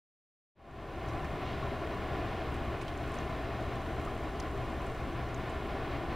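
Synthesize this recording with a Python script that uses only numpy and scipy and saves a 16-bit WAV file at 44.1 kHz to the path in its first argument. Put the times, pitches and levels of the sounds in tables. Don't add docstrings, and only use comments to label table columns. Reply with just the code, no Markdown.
import sys
import numpy as np
from scipy import signal
from scipy.fft import rfft, irfft, next_fast_len
from scipy.io import wavfile
from scipy.ndimage import map_coordinates

SR = 44100
rng = np.random.default_rng(int(sys.argv[2]) if len(sys.argv) > 2 else 0)


def store_wav(level_fs):
    pcm = np.round(np.clip(np.atleast_2d(level_fs), -1, 1) * 32767)
    wavfile.write(sys.argv[1], SR, pcm.T.astype(np.int16))


N = 271215
TOP_HZ = 15800

# frequency in Hz, relative level in dB.
FAN_SPECTRUM = [(90, -5), (210, 0.5), (340, -1), (500, 2), (720, -1), (1100, -5.5), (1450, -9.5),
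                (2200, -14.5), (3200, -20.5), (4200, -27.5), (5200, -32.5), (7000, -46), (11000, -51.5),
                (16000, -46)]
# centre in Hz, width in Hz, gain in dB.
DUCT_RESONANCES = [(236, 18, 5), (283.5, 8.9, 3.5), (329, 133, 2.5), (471, 34, -2.5), (568, 16, 3),
                   (634, 16, 3), (676, 16, 4), (790, 95, 3.5), (895, 170, -2.5), (1008, 60, 4),
                   (1154, 113, 3.5), (3970, 75, 3.5)]
# time in seconds, body gain in dB, treble gain in dB.
BREEZE_CARRY = [(1.2, -36, -47.5), (1.9, -35, -45.5), (2.4, -35, -45), (2.85, -37, -47.5), (3.2, -36, -45),
                (3.7, -35.5, -46.0), (3.95, -36.5, -47), (4.7, -36.5, -47.5), (5.35, -36.5, -46.5),
                (5.85, -35, -45), (6.15, -34.5, -45.5)]
# frequency in Hz, relative level in dB.
EXHAUST_SPECTRUM = [(14, -17), (21, -5), (33, -11), (44, -1.5), (55, 2), (80, 3.5), (96, -1.5), (128, 1),
                    (165, -3.5), (205, -8.5), (320, -41), (800, -62)]
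# pitch in Hz, relative level in dB, pitch waver in Hz.
DIESEL_TONES = [(23.2, -51, 1.15), (35.7, -51, 2.76), (56.6, -53.5, 0.83), (61.87, -51, 1.19),
                (73.4, -50.5, 1.29), (151.4, -60.5, 0.77), (340.3, -54, 2.93), (399, -55, 1.24)]
# frequency in Hz, left minus right in dB.
SHIP_PAN = [(25, .3), (80, 1.3), (210, 3.6), (440, 0), (830, 2.3), (1300, -.8), (1750, .8), (2100, 0)]
# frequency in Hz, side minus mid in dB.
FAR_WIDTH = [(25, -24), (70, -21), (180, -21), (400, -21.5), (1500, -20.5), (3500, -33), (8000, -28)]
# start in seconds, peak level in dB, pitch in Hz,
# left minus right in dB.
WATER_PLOPS = [(1.243, -40, 1740, 0), (1.624, -33.5, 1100, 2), (3.187, -46, 6260, -11),
               (4.073, -34, 1195, 1), (4.426, -48.5, 5050, 0), (5.3444, -44, 6540, 1),
               (5.3485, -49, 6660, 9)]
# start in seconds, relative level in dB, pitch in Hz,
# time to fall 60 dB in seconds, left minus right in dB.
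DRY_CLICKS = [(3.142, -49, 6800, 0.018, -9), (4.4005, -27.5, 5530, 0.0042, 2),
              (4.404, -40.5, 4660, 0.017, 0), (4.868, -51.5, 7000, .016, 6),
              (5.3445, -39.5, 6400, 0.0069, 4)]
# start in seconds, relative level in dB, pitch in Hz.
SHORE_SPLASHES = [(1.086, -54, 5800), (1.244, -46, 1900), (2.541, -55.5, 8450), (2.813, -42.5, 2470),
                  (2.817, -56, 8500), (2.880, -45, 3030), (3.151, -56, 8450), (4.049, -56, 7500),
                  (5.496, -57, 7600)]
# crest time in seconds, lift in dB, half length in seconds.
SHORE_WAVELETS = [(3.11, 9, 0.15), (4.05, 5.5, 0.47), (4.85, 5, 0.38), (5.55, 1, 0.12)]
# frequency in Hz, relative level in dB.
RIPPLE_SPECTRUM = [(1500, -22), (4200, -20), (5700, 9), (9000, 4), (12500, 2), (15800, -9.5)]


def ventilators(body_trim_db=-4, treble_trim_db=-3.5, split_hz=1500, flutter_db=0.66):
    def colour(hz):
        ducts_db = sum(db / (1 + (2 * (hz - centre) / width) ** 2)
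                       for centre, width, db in DUCT_RESONANCES)
        return amp(along(FAN_SPECTRUM, hz) + ducts_db)

    def notches(hz, delay_s=0.002812, bounce=0.4, scatter_hz=2400):
        reflection = bounce / (1 + (hz / scatter_hz) ** 2)
        return np.abs(1 + reflection * np.exp(-2j * np.pi * hz * delay_s))

    roar = far_noise(colour, notches)
    body = filtered(roar, lambda hz: 1 / (1 + (hz / split_hz) ** 6))
    treble = roar - body
    body_db, treble_db = curves(BREEZE_CARRY)
    eddies = amp(flutter_db * wobble(24))
    return eddies * (amp(body_trim_db + body_db) * unit(body)
                     + amp(treble_trim_db + treble_db) * unit(treble))


def exhaust(level_db=-43):
    return amp(level_db) * far_noise(lambda hz: amp(along(EXHAUST_SPECTRUM, hz)))


def diesels(growth_db_per_s=0.4):
    t = np.arange(N) / SR
    drone = sum(amp(db) * far_tone(hz, waver_hz) for hz, db, waver_hz in DIESEL_TONES)
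    return amp(growth_db_per_s * (t - t.mean())) * drone


def generators(level_db=-49.5, beat_hz=1.35, crest_s=3.12, depth=0.24):
    t = np.arange(N) / SR
    beat = np.abs(1 + depth * np.exp(2j * np.pi * beat_hz * (t - crest_s)))
    return amp(level_db) * beat * far_tone(hz=120, waver_hz=0.575)


def plops(cycles_to_peak=4.9, rise=0.006):
    out, t = np.zeros((2, N)), np.arange(SR // 10) / SR
    for start, db, hz, pan_db in WATER_PLOPS:
        age = hz * t / cycles_to_peak
        envelope = age ** 2 * np.exp(2 * (1 - age))
        ring = np.sin(2 * np.pi * hz * t * (1 + rise * age))
        add(out, start, amp(db) * pan(pan_db) * envelope * ring)
    return out


def clicks_and_splashes(splash_t60_s=0.079, splash_pan_db=-3.5, attack_s=0.00025, soft_hz=11500):
    out, t = np.zeros((2, N)), np.arange(SR // 16) / SR
    splashes = [(start, db, hz, splash_t60_s, splash_pan_db) for start, db, hz in SHORE_SPLASHES]
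    for start, db, hz, t60, pan_db in list(DRY_CLICKS) + splashes:
        noise = rng.standard_normal(len(t)) + 0.5 * rng.standard_normal((2, len(t)))
        crack = unit(signal.lfilter(*signal.iirpeak(hz, Q=3.3, fs=SR), noise))
        ring = np.sin(2 * np.pi * hz * t)
        envelope = amp(db - 60 * t / t60) * (1 - np.exp(-t / attack_s))
        add(out, start, pan(pan_db) * envelope * (0.76 * crack + 0.21 * ring))
    return filtered(out, lambda hz: 1 / np.sqrt(1 + (hz / soft_hz) ** 6))


def wash(start_s=1.41, rise_s=0.07, fall_s=0.15, level_db=-50, low_hz=1500, high_hz=3700):
    age = np.maximum(np.arange(N) / SR - start_s, 0)
    swell = np.minimum(age / rise_s, 1) * np.exp(-np.maximum(age - rise_s, 0) / fall_s)
    rush = far_noise(lambda hz: hz / (hz + low_hz) / (1 + (hz / high_hz) ** 5))
    return amp(level_db) * swell * rush


def bubbles(count=420, level_db=-62, spread_db=3.5, pitch_hz=7000, pitch_spread=0.16, width_db=6):
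    out, t = np.zeros((2, N)), np.arange(SR // 100) / SR
    lap_db = lapping()
    for at, (size, pitch, place) in zip(rng.integers(0, N, count), rng.standard_normal((count, 3))):
        cycles = t * min(pitch_hz * np.exp(pitch_spread * pitch), TOP_HZ)
        db = level_db + lap_db[at] + spread_db * size
        burst = cycles * np.exp(1 - cycles) * np.sin(2 * np.pi * cycles)
        add(out, at / SR, amp(db) * pan(width_db * place) * burst)
    return out


def ripples(level_db=-68.5, follow=0.22):
    noise = rng.standard_normal((2, N)) + 0.4 * rng.standard_normal(N)
    hiss = unit(filtered(noise, lambda hz: amp(along(RIPPLE_SPECTRUM, hz))))
    return amp(level_db + follow * lapping()) * hiss


def lapping():
    t = np.arange(N) / SR
    return sum(db * np.exp(-((t - crest) / half) ** 2) for crest, db, half in SHORE_WAVELETS)


def far_tone(hz, waver_hz, swell_db=0.5):
    phase = 2 * np.pi * (np.cumsum(hz + waver_hz * wobble(6)) / SR + rng.random())
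    return unit(amp(swell_db * wobble(5)) * np.sin(phase))


def far_noise(colour, direct=lambda hz: 1):
    mid, side = rng.standard_normal((2, N))
    mid = filtered(mid, lambda hz: colour(hz) * direct(hz))
    side = filtered(side, lambda hz: colour(hz) * amp(along(FAR_WIDTH, hz)))
    return unit(np.array([mid + side, mid - side]))


def amp(db):
    return 10 ** (np.asarray(db) / 20)


def pan(db):
    return amp([[db / 2], [-db / 2]])


def unit(x):
    return x / np.sqrt(np.mean(x ** 2) + 1e-20)


def along(points, hz):
    freqs, values = np.transpose(points)
    return np.interp(np.log(hz + 1), np.log(freqs + 1), values)


def curves(rows):
    times, *columns = np.transpose(rows)
    return [np.interp(np.arange(N) / SR, times, column) for column in columns]


def wobble(rate):
    knots = rng.standard_normal(int(N * rate / SR) + 4)
    return map_coordinates(knots, [np.arange(N) * rate / SR])


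def filtered(x, response):
    size = next_fast_len(N + SR // 2)
    return irfft(rfft(x, size) * response(np.fft.rfftfreq(size, 1 / SR)), size)[..., :N]


def add(track, start_s, sound):
    part = track[..., round(start_s * SR):][..., :sound.shape[-1]]
    part += sound[..., :part.shape[-1]]


def scene():
    ship = diesels() + generators() + exhaust() + ventilators()
    ship = filtered(ship, lambda hz: amp(np.outer([0.5, -0.5], along(SHIP_PAN, hz))))
    return ship + ripples() + wash() + bubbles() + plops() + clicks_and_splashes()


def record(dry):
    fade = np.interp(np.arange(N) / SR, [0.55, 1.133], [0, 1])
    return filtered(dry * fade, lambda hz: hz < TOP_HZ)


dry = scene()
out = record(dry)
store_wav(out)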